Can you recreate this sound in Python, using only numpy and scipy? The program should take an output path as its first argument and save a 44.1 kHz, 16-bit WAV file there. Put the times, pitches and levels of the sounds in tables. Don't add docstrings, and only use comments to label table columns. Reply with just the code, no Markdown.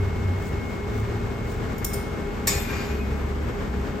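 import sys
import numpy as np
from scipy import signal
from scipy.fft import rfft, irfft
from scipy.io import wavfile

SR = 44100
rng = np.random.default_rng(int(sys.argv[2]) if len(sys.argv) > 2 else 0)


def int16_out(signal):
    q = np.round(np.clip(np.atleast_2d(signal).T, -1, 1) * 32767)
    wavfile.write(sys.argv[1], SR, q.astype(np.int16))


N = 176400


def from_db(db):
    return 10 ** (np.asarray(db) / 20)


def rms_one(x):
    return x / np.sqrt(np.mean(x ** 2) + 1e-20)


def seconds():
    return np.arange(N) / SR


def in_time(rows):
    times, *columns = np.transpose(rows)
    return [np.interp(seconds(), times, column) for column in columns]


def at_hz(points, hz):
    frequencies, values = np.transpose(points)
    return np.interp(np.log(hz), np.log(frequencies), values)


def drift(rate):
    step, settle = 40, 2000
    r = np.exp(-2 * np.pi * rate * step / SR)
    white = rng.standard_normal(N // step + settle + 2)
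    slow = signal.lfilter([1], [1, -2 * r, r * r], white)[settle:]
    return np.interp(np.arange(N) / step, np.arange(len(slow)), rms_one(slow))


def tone(hz, wander_hz, rate):
    return np.sqrt(2) * np.sin(2 * np.pi * np.cumsum(hz + wander_hz * drift(rate)) / SR)


def swell(s, length):
    return np.exp(-2 * ((seconds() - s) / length) ** 2)


def pan(db):
    return from_db(np.array([[.5], [-.5]]) * db)


# (frequency [Hz], correlation)
MIC_LIKENESS = [(40, .995), (65, .98), (110, .94), (200, .7), (400, .68), (700, .36), (1300, .12),
                (2400, .45), (5000, .3), (7500, .55), (9500, .99), (15000, .92)]
# (frequency [Hz], left over right [dB])
MIC_BALANCE = [(70, .2), (160, 2.6), (500, 1.3), (2000, 2.0), (5000, 1.3), (13000, .2)]

def spread(mid, side, hz):
    alike = np.clip(at_hz(MIC_LIKENESS, hz), -.99, .995)
    pair = np.sqrt(1 + alike) * mid + np.sqrt(1 - alike) * side * [[1], [-1]]
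    return pan(at_hz(MIC_BALANCE, hz)) * pair


def noise(colour, peaky_db=0):
    hz = np.maximum(np.fft.rfftfreq(N, 1 / SR), 1)
    spacing_hz = 70
    peaks = np.interp(hz / spacing_hz, np.arange(SR), rng.uniform(-1, 1, SR)) * np.sqrt(3)
    gain = from_db(at_hz(colour, hz) + peaky_db * peaks) / np.sqrt(1 + (colour[0][0] / hz) ** 10)
    spectrum = spread(*rfft(rng.standard_normal((2, N))), hz)
    return rms_one(irfft(spectrum * gain, N))


def wavering(hz, wander_hz, pitch_rate, swing_db, swing_rate):
    mid, side = (rms_one(from_db(swing_db * drift(swing_rate)) * tone(hz, wander_hz, pitch_rate))
                 for _ in range(2))
    return spread(mid, side, hz)


def workshop(x, room_db):
    t = seconds()[:SR]
    split_hz, tail = 3650, 0
    for band, t60 in ("low", .96), ("high", .37):
        crossover = signal.butter(2, split_hz, band, fs=SR, output="sos")
        tail = tail + signal.sosfilt(crossover, rng.standard_normal((2, SR))) * from_db(-60 * t / t60)
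    tail *= np.minimum(t / .0014, 1)
    tail = irfft(spread(*rfft(tail), np.arange(SR // 2 + 1) + 1), SR)
    return x + from_db(room_db) * signal.fftconvolve(x, rms_one(tail) / np.sqrt(SR), axes=1)[:, :N]


# (time [s], level [dB], left over right [dB])
BLOWER_WHINE = [(0, -44.5, -4), (.2, -49, 3), (.66, -44, 4), (1.15, -53, 2), (1.43, -49.5, 2),
                (1.65, -52.5, 9), (1.98, -45.5, 1), (2.35, -52, 10), (2.8, -49, 7), (3.3, -62.5, 31.5),
                (4, -56.5, 11)]

def blower():
    db, side_db = in_time(BLOWER_WHINE)
    return pan(side_db) * from_db(db + .96 * drift(4.6)) * tone(hz=2170, wander_hz=1.7, rate=14)


# (frequency [Hz], pitch wander [Hz], level [dB])
MACHINE_HUMS = [(38.9, 3.73, -41.5), (200.9, 3.17, -45.5), (230.7, 2.02, -45.5), (404.5, 3.3, -43),
                (820, 3.2, -52.5)]

def hums():
    return sum(from_db(db) * wavering(hz, wander_hz, pitch_rate=13, swing_db=2.5, swing_rate=7.8)
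               for hz, wander_hz, db in MACHINE_HUMS)


# (time [s], level [dB])
LOW_BOOM = [(0, -32.5), (1.5, -41), (2.3, -39), (2.68, -40), (2.735, -28), (2.81, -43), (2.93, -26.5),
            (3.1, -30), (3.34, -26.5), (3.47, -30), (3.54, -46), (3.74, -27.5), (3.86, -32), (3.92, -42)]
# (time [s], frequency [Hz], level [dB])
HIGH_BOOM = [(0, 93, -24), (.3, 96, -30), (.5, 95, -32), (.8, 100, -50), (1, 109, -33.5), (1.5, 115, -40),
             (1.8, 112, -41), (4, 102, -54)]

def chamber():
    low_db, = in_time(LOW_BOOM)
    high_hz, high_db = in_time(HIGH_BOOM)
    low_hz = 68.95
    low = tone(low_hz, wander_hz=2.22, rate=11.9)
    octave = from_db(-14) * tone(2 * low_hz, wander_hz=7.72, rate=10.2)
    high = from_db(high_db + 3.2 * drift(3.7)) * tone(high_hz, wander_hz=3.68, rate=13)
    return from_db(low_db) * (low + octave) + high


# (frequency [Hz], relative level [dB])
FLAME_COLOUR = [(48, -3), (62, -4.5), (85, -4.5), (120, -7), (150, -8.5), (230, -11), (290, -12),
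                (375, -13), (420, -10), (500, -17), (700, -21), (1400, -22.5), (2100, -29), (2700, -33),
                (4000, -39.5), (7800, -45), (8900, -49), (10000, -117), (11400, -46.5), (14600, -56.5),
                (16000, -69)]

def flame():
    flutter_db = .91 * drift(13.7)
    return from_db(-30 + flutter_db) * noise(FLAME_COLOUR)


# (time [s], length [s], level [dB])
SHOE_SCUFFS = [(0.452, 0.084, -50.5), (0.707, 0.1, -57), (0.983, 0.069, -51.5), (1.52, 0.078, -50),
               (3.163, 0.031, -58)]
# (frequency [Hz], relative level [dB])
SOLE_COLOUR = [(1500, -8), (4500, 1), (7500, 3.5), (12500, -7), (16000, -1)]

def shoes():
    gritty_hiss = noise(SOLE_COLOUR) * from_db(3 * drift(150))
    return gritty_hiss * sum(from_db(db) * swell(s, length) for s, length, db in SHOE_SCUFFS)


def struck_level(hits, t60):
    times, db = np.transpose(hits)
    energy = np.zeros(N)
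    energy[(times * SR).astype(int)] = from_db(db) ** 2
    decay = from_db(-60 / (t60 * SR)) ** 2
    return np.sqrt(signal.lfilter([1], [1, -decay], energy + 1e-24))


def clear_modes(hits, modes):
    out = 0
    for hz, db, t60 in modes:
        mode = wavering(hz, wander_hz=13, pitch_rate=110, swing_db=3.5, swing_rate=61)
        out = out + from_db(db) * struck_level(hits, t60) * mode / np.sqrt(2)
    return out


# (time [s], strength [dB], t60 [s], favoured band [Hz])
ROD_CONTACTS = [(1.782, -23, .045, 12500), (1.8458, -3, .012, 14300), (1.8487, -2, .02, 9000),
                (1.9335, -15, .09, 5300), (1.939, -16.5, .1, 8650)]
# (frequency [Hz], level [dB], t60 [s])
ROD_RING = [(5250, -52, .4), (5580, -41, .22), (6860, -28, .025), (12280, -33, .07)]
# (frequency [Hz], relative level [dB])
TICK_COLOUR = [(2500, -14), (4200, -14.5), (5500, -3), (6200, -16), (6900, -3), (7900, -10), (8900, 1),
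               (10300, -17), (12300, 1), (13400, -13), (14300, -2), (16000, -22)]

def rod():
    out = clear_modes([hit[:2] for hit in ROD_CONTACTS], ROD_RING)
    for s, db, t60, hz in ROD_CONTACTS:
        crack = noise(TICK_COLOUR)
        focus = from_db(1.5) * signal.lfilter(*signal.iirpeak(hz, Q=17, fs=SR), crack)
        out = out + from_db(-17.5) * struck_level([(s, db)], t60) * (crack + focus)
    return workshop(out, room_db=-4)


# (time [s], strength [dB])
TONG_CONTACTS = [(2.4716, 1), (2.4748, 2), (2.4801, -1), (2.4838, -5), (2.4902, -6), (2.5098, -18)]
# (frequency [Hz], relative level [dB], t60 [s])
TONG_RING = [(1130, -9, .09), (1760, -9, .12), (2239, -16, .35), (2482, -13, .5), (3548, -13.5, .33),
             (3740, -9, .1), (4307, -12, .26), (4912, -13.5, .35), (5082, -14, .34), (5560, 0, .07),
             (6560, -8, .12), (6840, -3, .34), (7294, -10, .3), (7730, -5, .13), (8140, -7, .2),
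             (12700, -16, 1.0), (12880, -22, 1.1)]
# (frequency [Hz], relative level [dB])
IMPACT_COLOUR = [(400, -6), (1000, -2.5), (1450, -3), (2400, 3), (3200, -18.5), (3700, -9), (4700, -6),
                 (6200, 1), (7400, 1), (8300, 3), (9600, -14), (10800, -4), (12500, 0), (14000, 5),
                 (15800, -13)]
# (frequency [Hz], relative level [dB])
TABLE_COLOUR = [(450, -2), (1000, -1), (1500, -15), (2200, 2.5), (3200, -6.5), (4500, -1.5), (6000, -5),
                (7400, 6.5), (8800, 0.5), (10000, -32), (12000, -6), (15500, -25)]

def tongs_clank():
    crack = from_db(-20.5) * struck_level(TONG_CONTACTS, t60=.035) * noise(IMPACT_COLOUR)
    table = from_db(-29.5) * struck_level(TONG_CONTACTS, t60=.33) * noise(TABLE_COLOUR, peaky_db=2.5)
    return crack + table + from_db(-29.5) * clear_modes(TONG_CONTACTS, TONG_RING)


def ring(drive, hz, t60):
    r, w = from_db(-60 / (t60 * SR)), 2 * np.pi * hz / SR
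    return signal.lfilter([0, np.sin(w)], [1, -2 * r * np.cos(w), r * r], drive + 1e-18)


# (time [s], relative pressure [dB])
DRAG_PRESSURE = [(2.52, -4), (2.6, -11.5), (2.68, -8), (2.74, -4.5), (2.82, -8), (2.92, -12), (3.03, -23.5),
                 (3.15, -22)]
# (frequency [Hz], relative level [dB])
RASP_COLOUR = [(700, 2), (1600, 5.5), (2500, 4.5), (3400, -3.5), (5000, -5.5), (7000, -7.5), (9000, -28),
               (15000, -37)]
# (time [s], length [s], frequency [Hz], level [dB])
DRAG_SQUEALS = [(2.717, 0.028, 1596, -38.5), (2.813, 0.026, 1592, -41.5), (2.73, 0.14, 2410, -45),
                (2.803, 0.082, 4750, -51.5), (2.925, 0.046, 2478, -46), (3.015, 0.019, 2500, -45)]

def tongs_drag():
    sliding = (seconds() > DRAG_PRESSURE[0][0]) & (seconds() < DRAG_PRESSURE[-1][0])
    pressure = from_db(in_time(DRAG_PRESSURE)[0]) * sliding
    slips_per_s = 1200
    slips = pressure * (rng.random(N) < slips_per_s / SR) * rng.standard_normal(N)
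    rings = from_db(-57.5) * sum(from_db(db) * ring(slips, hz, t60) for hz, db, t60 in TONG_RING)
    rasp = pressure * from_db(-33 + 2 * drift(50)) * noise(RASP_COLOUR)
    squeals = sum(from_db(db + 2 * drift(60)) * swell(s, length) * tone(hz, wander_hz=16, rate=118)
                  for s, length, hz, db in DRAG_SQUEALS)
    return rings + rasp + squeals


def scene():
    furnace = flame() + hums() + chamber() + blower()
    return furnace + shoes() + rod() + workshop(tongs_clank() + tongs_drag(), room_db=-6.5)


def record(dry):
    turn_hz, turn_width_hz, cutoff_hz = 10000, 2600, 16000
    r, w = np.exp(-np.pi * turn_width_hz / SR), 2 * np.pi * turn_hz / SR
    poles = [1, -2 * r * np.cos(w), r * r]
    right = signal.lfilter(poles[::-1], poles, dry[1])
    lowpass = signal.ellip(10, .2, 80, cutoff_hz, fs=SR, output="sos")
    return signal.sosfilt(lowpass, np.array([dry[0], right]))


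dry = scene()
out = record(dry)
int16_out(out)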